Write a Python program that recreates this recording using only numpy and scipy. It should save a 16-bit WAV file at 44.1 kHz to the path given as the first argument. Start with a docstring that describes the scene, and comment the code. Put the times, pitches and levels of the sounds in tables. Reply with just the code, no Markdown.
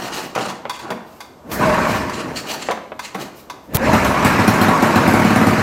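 """In a workshop, a single-cylinder two-stroke snowmobile engine is pull-started, heard from close by.
The rope rasps and snaps taut, the reel rumbles, pawls clink and the starter knocks, amid faint rustles.
One pull only spins the engine, which pumps air, rattles and coasts to rest. The next pull begins with
a sharp spit; the engine fires now and then, and at last on every turn, each pulse ringing the exhaust."""
import sys
import numpy as np
from scipy import signal
from scipy.fft import rfft, irfft, next_fast_len
from scipy.io import wavfile
from scipy.ndimage import uniform_filter1d, map_coordinates

SR = 44100
rng = np.random.default_rng(int(sys.argv[2]) if len(sys.argv) > 2 else 0)


def to_wav(sig):
    """Store sig (one row per channel, or 1-D mono) as 16-bit WAV at the path in sys.argv[1].

    Samples outside -1..1 are clipped; the rate is SR.
    """
    pcm = np.clip(np.atleast_2d(sig), -1, 1) * 32767
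    pcm = np.round(pcm).astype(np.int16)
    wavfile.write(sys.argv[1], SR, pcm.T)  # frames by channels


N = 247842


def amp(db):
    """Decibels to gain."""
    return 10 ** (np.asarray(db) / 20)


def unit(x):
    """x at rms 1."""
    return x / np.sqrt(np.mean(x ** 2) + 1e-20)


def along(points, hz):
    """Interpolate (freq_hz, value) points on a log frequency axis."""
    freqs, values = np.transpose(points)
    return np.interp(np.log(hz + 1), np.log(freqs + 1), values)


def clock(count):
    """Sample times in s."""
    return np.arange(count) / SR


def wobble(knots_per_s):
    """Smooth random curve."""
    knots = rng.standard_normal(int(N * knots_per_s / SR) + 4)
    return map_coordinates(knots, [np.arange(N) * knots_per_s / SR])


def filtered(x, response):
    """x through a complex frequency response."""
    size = next_fast_len(len(x) + SR // 4)
    return irfft(rfft(x, size) * response(np.fft.rfftfreq(size, 1 / SR)), size)[:len(x)]


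def resonances(modes, hz):
    """Response of a body with (centre_hz, width_hz, gain_db) modes."""
    return sum(amp(db) * 1j * hz * width / (centre ** 2 - hz ** 2 + 1j * hz * width)
               for centre, width, db in modes)


def coloured(x, spectrum):
    """x shaped by (freq_hz, gain_db) points, at rms 1."""
    return unit(filtered(x, lambda hz: amp(along(spectrum, hz))))


def noise(spectrum, count):
    """Coloured noise at rms 1."""
    return coloured(rng.standard_normal(count), spectrum)


def burst(spectrum, t60_s):
    """Noise that starts at once and dies away."""
    t = clock(SR // 2)
    return noise(spectrum, len(t)) * amp(-60 * t / t60_s)


def impacts(per_s, spread_db):
    """Tiny random contacts of uneven size, at rms 1."""
    hits = (rng.random(N) < per_s / SR) * np.sign(rng.standard_normal(N))
    return unit(hits * amp(spread_db * np.clip(rng.standard_normal(N), -2, 2)))


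def patchy(x, depth_db):
    """x with brief, random bright and dull patches, at rms 1."""
    frames = signal.stft(x, nperseg=512)[2]
    patches = uniform_filter1d(rng.standard_normal(frames.shape), size=5, axis=0)
    patches = unit(uniform_filter1d(patches, size=6, axis=1))
    return unit(signal.istft(frames * amp(depth_db * patches), nperseg=512)[1][:len(x)])


def swell(start_s, hold_s, rise_db_per_s, fall_db_per_s):
    """Gain that reaches 1 at start_s, holds and falls away."""
    t = clock(N) - start_s
    return amp(-rise_db_per_s * np.maximum(-t, 0) - fall_db_per_s * np.maximum(t - hold_s, 0))


def with_speed(turns_per_s, knee_turns_per_s, power):
    """Gain that grows with speed and levels off above the knee."""
    drive = (np.abs(turns_per_s) / knee_turns_per_s) ** power
    return drive / (1 + drive)


def add(track, start_s, sound):
    """Mix a sound in at start_s."""
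    part = track[max(round(start_s * SR), 0):][:len(sound)]
    part += sound[:len(part)]


# rasp; high, soft rustle: freq_hz, gain_db
RASP_SPECTRUM = [(710, -11), (1200, 2.5), (1700, -7), (1850, -5), (2830, 2.5), (3550, -8), (4550, -6.5),
                 (7000, -7), (10100, -15), (13300, -33), (16000, -34)]
RUSTLE_SPECTRUM = [(2000, -29), (5000, -5), (10000, -10), (13300, -2), (16000, -8)]
# starter housing: centre_hz, width_hz, gain_db
HOUSING_MODES = [(1840, 64, 10), (2896, 13, 6.5), (3234, 26, -2), (4120, 530, 5.5), (5680, 69, -4),
                 (6550, 510, -8), (7300, 120, 0)]
# rope rasps, faint rustles (1.073, 3.37, 3.643 s): start_s, hold_s, rasp_db, rustle_db
RASPS_AND_RUSTLES = [(0.0, 0.077, -34, -45), (0.15, 0.029, -27, -39), (0.223, 0.044, -39, -49),
                     (0.383, 0.11, -32.5, -49), (0.743, 0.097, -40.5, -68), (1.073, 0.18, -56, -57.5),
                     (1.533, 0.012, -43, -28.5), (1.88, 0.089, -35.5, -41), (2.136, 0.072, -35.5, -57),
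                     (2.367, 0.018, -31.5, -41), (2.491, 0.049, -30.5, -38), (2.616, 0.044, -33, -54),
                     (3.04, 0.018, -34.5, -49), (3.203, 0.028, -35, -44), (3.37, 0.034, -52, -48),
                     (3.643, .03, -76, -61)]

def rasps_and_rustles():
    """The rope rasps through its guide and rings the housing. In between come faint, high, soft rustles, as of
    clothing."""
    friction = coloured(impacts(per_s=2000, spread_db=4.5) + 1.08 * rng.standard_normal(N), RASP_SPECTRUM)
    ring = unit(filtered(friction, lambda hz: resonances(HOUSING_MODES, hz)))
    rasp = patchy(friction + 0.5 * ring, depth_db=2.0) * amp(2.8 * wobble(knots_per_s=70))
    rustle = noise(RUSTLE_SPECTRUM, N)
    return sum(swell(start_s, hold_s, rise_db_per_s=604, fall_db_per_s=303)
               * (amp(rasp_db) * rasp + amp(rustle_db) * rustle)
               for start_s, hold_s, rasp_db, rustle_db in RASPS_AND_RUSTLES)


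# reel rumble: freq_hz, gain_db
REEL_SPECTRUM = [(29, -48), (50, -39), (135, -1), (349, 3), (419, -1), (782, 1), (1490, -6), (2820, -22),
                 (3520, -43), (4000, -30), (5200, -34), (8800, -120)]
# reel spins: start_s, driven_s, level_db
REEL_SPINS = [(0.0, 0.2, -28.5), (0.4, 0.076, -30), (0.83, .11, -33), (2.45, 0.11, -31.5),
              (2.69, 0.018, -42), (3.158, 0.017, -28.5), (3.51, .05, -45.5)]

def reel():
    """The reel rumbles and scrapes while driven, then runs down."""
    contacts = impacts(per_s=450, spread_db=-0.5) + 0.5 * rng.standard_normal(N)
    scrape = patchy(coloured(contacts, REEL_SPECTRUM), depth_db=2.5)
    return scrape * sum(amp(level_db) * swell(start_s, driven_s, rise_db_per_s=694, fall_db_per_s=92)
                        for start_s, driven_s, level_db in REEL_SPINS)


# steel pawl cup: centre_hz, width_hz, gain_db
CUP_MODES = [(981, 104, 5), (1144, 75, -2.5), (1500, 114, -4), (2060, 84, -8.5), (2380, 90, -9.5),
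             (3380, 160, -9), (3640, 33, -9), (4560, 62, -10), (5740, 36, -16), (6130, 29, -14),
             (6870, 21, -12)]
# tick; bright hiss of ticks, snap and gas jets: freq_hz, gain_db
TICK_SPECTRUM = [(400, -26), (1000, -13), (2500, 8), (6000, 16), (9000, -16), (12000, -30), (16000, -48)]
BRIGHT_SPECTRUM = [(800, 2), (2500, 5.5), (6000, -4), (10000, -5), (13300, -3.5), (16000, -12)]
# pawl clinks and the rope's snap (1.514 s): start_s, gain_db, bright_gain_db
CLINKS_AND_SNAP = [(0.35, -15, -31), (0.499, -24, -24), (0.695, -15.5, -30), (0.759, -26.5, -32),
                   (0.791, -26, 3), (0.903, -19, 1), (1.204, -21, -37), (1.514, -21.5, 12),
                   (2.094, -21, -13), (2.152, -25, -11), (2.621, -28.5, -12), (2.709, -16, -32),
                   (2.992, -18.5, -22), (3.145, -24.5, 8), (3.498, -21.5, -32)]

def clinks_and_snap():
    """A pawl slips down and chatters: a tick, and the cup's modes ring at new strengths each time.
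    The brightest hit is a snap as the rope pulls taut."""
    out, t = np.zeros(N), clock(SR // 2)
    attack = 1 - np.exp(-t / 0.0015)
    decay = amp(-60 * t / 0.05) + 0.15 * amp(-60 * t / 0.3)
    for start_s, gain_db, bright_gain_db in CLINKS_AND_SNAP:
        modes = [(centre, width, db + 2 * rng.standard_normal()) for centre, width, db in CUP_MODES]
        ring = filtered(rng.standard_normal(len(t)) * decay, lambda hz: resonances(modes, hz))
        tick = amp(-15) * burst(TICK_SPECTRUM, t60_s=0.055)
        bright = amp(bright_gain_db - 18) * burst(BRIGHT_SPECTRUM, t60_s=0.12)
        add(out, start_s, amp(gain_db) * attack * (tick + bright + amp(12) * ring))
    return out


# dull blow: freq_hz, gain_db
KNOCK_SPECTRUM = [(100, -4), (300, -7), (480, 4.5), (800, 0.5), (1300, -4), (2200, -11.5), (3200, -17),
                  (5000, -41), (16000, -97)]
# starter knocks: start_s, gain_db, thud_gain_db, contact_count
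STARTER_KNOCKS = [(0.361, -12, -26, 4), (0.654, -20, -39, 1), (0.904, -17, -8.5, 2), (1.897, -20.5, 5, 1),
                  (2.687, -11.5, -20, 3), (2.774, -24, -13, 1), (2.919, -21.5, -41, 1),
                  (3.149, -19.5, -6.5, 1)]

def starter_knocks(rebound_s=0.016, rebound_loss_db=2):
    """The starter takes up against the crank and rebounds evenly; heavy blows shake the chassis."""
    out, t = np.zeros(N), clock(SR // 2)
    thud_envelope = amp(-60 * t / 0.25) * (1 - np.exp(-t / 0.0025))
    for start_s, gain_db, thud_gain_db, contact_count in STARTER_KNOCKS:
        for k in range(round(contact_count)):
            thud_hz = rng.normal(214, 18.6)
            thud = np.sin(2 * np.pi * thud_hz * t) * thud_envelope
            blow = burst(KNOCK_SPECTRUM, t60_s=0.061) + amp(thud_gain_db) * thud
            add(out, start_s + k * rebound_s, amp(gain_db - k * rebound_loss_db) * blow)
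    # the knocks carry neither deep bass nor top treble
    return signal.sosfilt(signal.butter(3, (150, 4500), "bandpass", fs=SR, output="sos"), out)


# crankshaft speed, one list per pull: time_s, turns_per_s
CRANK_SPEEDS = [
    [(1.41, 0.77), (1.49, 2.94), (1.52, 5.7), (1.58, 5.5), (1.64, 13.2), (1.92, 8.83), (2.1, 4.97),
     (2.33, 4.57), (2.45, 2.5), (2.7, 2.1)],
    [(3.66, 0.3), (3.73, 4), (3.81, 5.7), (3.87, 12.3), (3.95, 16), (4.15, 10.87), (4.6, 24), (5.0, 18.2),
     (5.62, 20)],
]
# hard tugs on the rope: peak_s, rocking_db
ROPE_TUGS = [(1.65, -24), (3.9, -21.5)]
# crankcase and cowl: centre_hz, width_hz, gain_db
CASE_MODES = [(601.5, 27, 15), (850, 33, 1.5), (935, 59, 10), (1081, 15, 11.5), (1180, 49, -70),
              (1550, 360, 1.5), (1770, 200, -28), (1754, 12, 12), (3780, 68, 0.5), (4080, 85, 6),
              (7250, 61, -27)]
# pumped air, case rattle, chassis rocking: freq_hz, gain_db
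AIR_SPECTRUM = [(25, -48), (55, -39), (90, -9.5), (140, -3.5), (210, 1), (320, -3), (450, -5.5), (700, -7),
                (1500, -49)]
RATTLE_SPECTRUM = [(30, -13), (80, -3), (150, 6.5), (400, -4.5), (650, -2.5), (1100, 2.5), (1800, -3.5),
                   (2500, -6), (3300, -16.5), (4500, -18), (7000, -20.5), (10500, -30.5), (13300, -29),
                   (16000, -45)]
ROCKING_SPECTRUM = [(15, -8), (35, -17), (70, 34), (100, -8), (200, -37), (500, -80)]

def engine_turning(tug_rise_s=0.21, tug_fall_s=0.035):
    """The piston pumps air; piston, chain and clutch rattle in the case, hardest at the stroke ends.
    Both grow with speed and under a tug, which also rocks the chassis on its mounts."""
    t = clock(N)
    turns_per_s = sum(np.interp(t, *np.transpose(pull), left=0, right=0) for pull in CRANK_SPEEDS)
    crank_rad = 2 * np.pi * np.cumsum(turns_per_s) / SR
    strain_db = 3 * sum(np.exp(-((t - peak_s) / np.where(t < peak_s, tug_rise_s, tug_fall_s)) ** 2)
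                        for peak_s, _ in ROPE_TUGS)
    air_gain = amp(-19.5 + strain_db) * with_speed(turns_per_s, knee_turns_per_s=7.35, power=1.97)
    rattle_gain = amp(-17 + 0.35 * strain_db) * with_speed(turns_per_s, knee_turns_per_s=7.05, power=3.6)
    contacts = impacts(per_s=2200, spread_db=1.0) + 1.15 * rng.standard_normal(N)
    contacts *= amp(0.95 * np.cos(2 * crank_rad))
    rattle = patchy(coloured(contacts, RATTLE_SPECTRUM), depth_db=2.5)
    ring = unit(filtered(rattle, lambda hz: resonances(CASE_MODES, hz)))
    air = noise(AIR_SPECTRUM, N) * amp(np.cos(crank_rad))
    rocking_gain = sum(amp(rocking_db) * swell(peak_s, 0, rise_db_per_s=132, fall_db_per_s=41)
                       for peak_s, rocking_db in ROPE_TUGS)
    rocking = noise(ROCKING_SPECTRUM, N)
    return air_gain * air + rattle_gain * unit(rattle + 0.45 * ring) + rocking_gain * rocking


# reel groans and a knock's ring (2.695 s): start_s, length_s, start_hz, end_hz, level_db
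STARTER_TONES = [(1.635, 0.1, 640, 602, -13), (2.695, 0.021, 740, 680, -20.5),
                 (3.808, 0.037, 530, 546, -16), (3.87, 0.041, 660, 670, -15)]

def starter_tones():
    """Short, unsteady tones: the reel groans under load, and one knock rings briefly."""
    out = np.zeros(N)
    for start_s, length_s, start_hz, end_hz, level_db in STARTER_TONES:
        progress = np.clip((clock(N) - start_s) / length_s, 0, 1)
        pitch_hz = (start_hz + (end_hz - start_hz) * progress) * (1 + 0.0196 * wobble(knots_per_s=90))
        out += amp(level_db) * np.sin(np.pi * progress) * np.sin(2 * np.pi * np.cumsum(pitch_hz) / SR)
    return out


# last compressions: start_s, level_db
PISTON_CHUGS = [(2.19, -39), (2.29, -30)]

def piston_chugs():
    """Coasting near rest, the piston pushes out single, dull gulps of air."""
    gulps = sum(amp(level_db) * swell(start_s, hold_s=0.016, rise_db_per_s=302, fall_db_per_s=302)
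                for start_s, level_db in PISTON_CHUGS)
    return gulps * noise(AIR_SPECTRUM, N)


# spit crackle: freq_hz, gain_db
SPIT_SPECTRUM = [(500, 5.5), (2500, -4.5), (6000, -5.5), (10000, -6.5), (13000, 2), (15500, -1),
                 (17000, -5)]
# leak, blow, closing crack: start_s, length_s, level_db
SPIT_STAGES = [(3.7362, .01, -36), (3.7463, .021, -15.5), (3.7696, .0008, -7)]

def spit(push_s=3.7495, push_hz=128):
    """A crackling spit that stops dead, with one short, low push of air."""
    out, t = np.zeros(N), clock(SR // 2)
    for start_s, length_s, level_db in SPIT_STAGES:
        add(out, start_s, amp(level_db) * noise(SPIT_SPECTRUM, len(t)) * np.exp(-(t / length_s) ** 4))
    push_envelope = np.exp(-((t - 0.0055) / 0.0045) ** 2)
    add(out, push_s, -amp(-6) * push_envelope * np.sin(2 * np.pi * push_hz * t))
    return out


# cylinder firings: start_s, thump_gain_db, hiss_gain_db
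CYLINDER_FIRINGS = [(3.931, -8.5, -11), (4.045, -16, -10.5), (4.2464, -11, -6), (4.3901, -9, -45),
                    (4.4764, -6, -8), (4.6119, -9, -11), (4.682, -8.5, -17.5), (4.8231, -8, -14),
                    (4.9566, -5.5, -10.5), (5.017, -24, -39), (5.0754, -6.5, -11), (5.1354, -6, -13.5),
                    (5.193, -12, -16.5), (5.2468, -8, -13.5), (5.3038, -8.5, -17), (5.3585, -9, -12.5),
                    (5.4118, -8.5, -18.5), (5.4682, -6.5, -12.5), (5.5221, -11.5, -45), (5.5794, -15, -39)]

def firings(usual_pause_s=0.12, jolt_db_per_doubling=6):
    """Each firing spits gas at the cylinder and jolts the case; the jolt grows as fuel gathers longer."""
    out, t = np.zeros(N), clock(SR // 2)
    crack_s = SPIT_STAGES[-1][0]
    pauses_s = np.diff([crack_s] + [row[0] for row in CYLINDER_FIRINGS])
    for (start_s, _, hiss_gain_db), pause_s in zip(CYLINDER_FIRINGS, pauses_s):
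        gas = burst(BRIGHT_SPECTRUM, t60_s=0.028) + 0.13 * burst(BRIGHT_SPECTRUM, t60_s=0.38)
        jet = patchy(gas, depth_db=5.0) * (1 - np.exp(-t / 0.0058))
        clatter = burst(RATTLE_SPECTRUM, t60_s=0.16) * (1 - np.exp(-t / 0.011))
        jolt_db = -11.5 + jolt_db_per_doubling * np.log2(pause_s / usual_pause_s)
        add(out, start_s, amp(hiss_gain_db - 20) * jet + amp(jolt_db) * clatter)
    return out


# expansion chamber, exhaust pipe: centre_hz, width_hz, gain_db
CHAMBER_MODES = [(225, 89, 0.5)]
PIPE_MODES = [(104.8, 9.5, 7.5), (223, 7, -1.5), (304, 35, 3), (576, 23, -6), (748, 26, 7.5),
              (950, 12, -27), (1110, 21, 0)]

def exhaust(port_delay_s=0.00304, wall_delay_s=0.0237):
    """The port opens after each firing, and a pressure pulse rings the chamber and the pipe."""
    pressure, t = np.zeros(N), clock(SR // 2)
    for start_s, thump_gain_db, _ in CYLINDER_FIRINGS:
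        add(pressure, start_s + port_delay_s, amp(thump_gain_db + 17.5) * np.exp(-t / 0.00047))
    # the narrow outlet radiates no deep bass
    pressure = signal.sosfilt(signal.butter(2, 75, "highpass", fs=SR, output="sos"), pressure)
    # two passes through the chamber: each putt swells for a cycle
    chamber = lambda hz: amp(6) * resonances(CHAMBER_MODES, hz) ** 2
    near_wall = lambda hz: 1 + 0.49 * np.exp(-2j * np.pi * hz * wall_delay_s)
    return filtered(pressure, lambda hz: chamber(hz) * near_wall(hz) + resonances(PIPE_MODES, hz))


# room decay: freq_hz, t60_s
WORKSHOP_DECAY = [(100, 0.76), (800, 0.59), (4000, 0.62), (14000, 0.31)]

def workshop(x):
    """The walls reverberate after 5 ms, the treble dying first."""
    hz, t, frames = signal.stft(rng.standard_normal(SR // 2), SR, nperseg=256)
    decay = amp(-60 * t / along(WORKSHOP_DECAY, hz)[:, None])
    tail = signal.istft(frames * decay, SR, nperseg=256)[1]
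    return signal.fftconvolve(x, np.pad(tail / np.linalg.norm(tail), (SR // 200, 0)))[:N]


# room tone: freq_hz, gain_db
ROOM_SPECTRUM = [(25, -26), (70, -6), (130, -9.5), (250, -3.5), (1000, -10), (2000, -27), (8000, -34),
                 (11000, -43), (13200, -31), (16000, -58)]

def scene():
    """Engine and starter in the quiet room; the exhaust is nearer, the spit dry."""
    machine = (engine_turning() + piston_chugs() + firings()
               + rasps_and_rustles() + reel() + starter_tones() + starter_knocks() + clinks_and_snap())
    putts = exhaust()
    echo = amp(-8) * workshop(machine + 0.5 * putts)
    return (machine + putts + spit() + echo + amp(-44.5) * noise(ROOM_SPECTRUM, N))[None]


def record(dry):
    """Round the highest peaks, then cut the top treble."""
    cutoff_hz = 15900
    rounded = dry[0] / (1 + np.abs(dry[0]) ** 6) ** (1 / 6)
    return filtered(rounded, lambda hz: 1 / (1 + (hz / cutoff_hz) ** 120))[None]


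dry = scene()
out = record(dry)
to_wav(out)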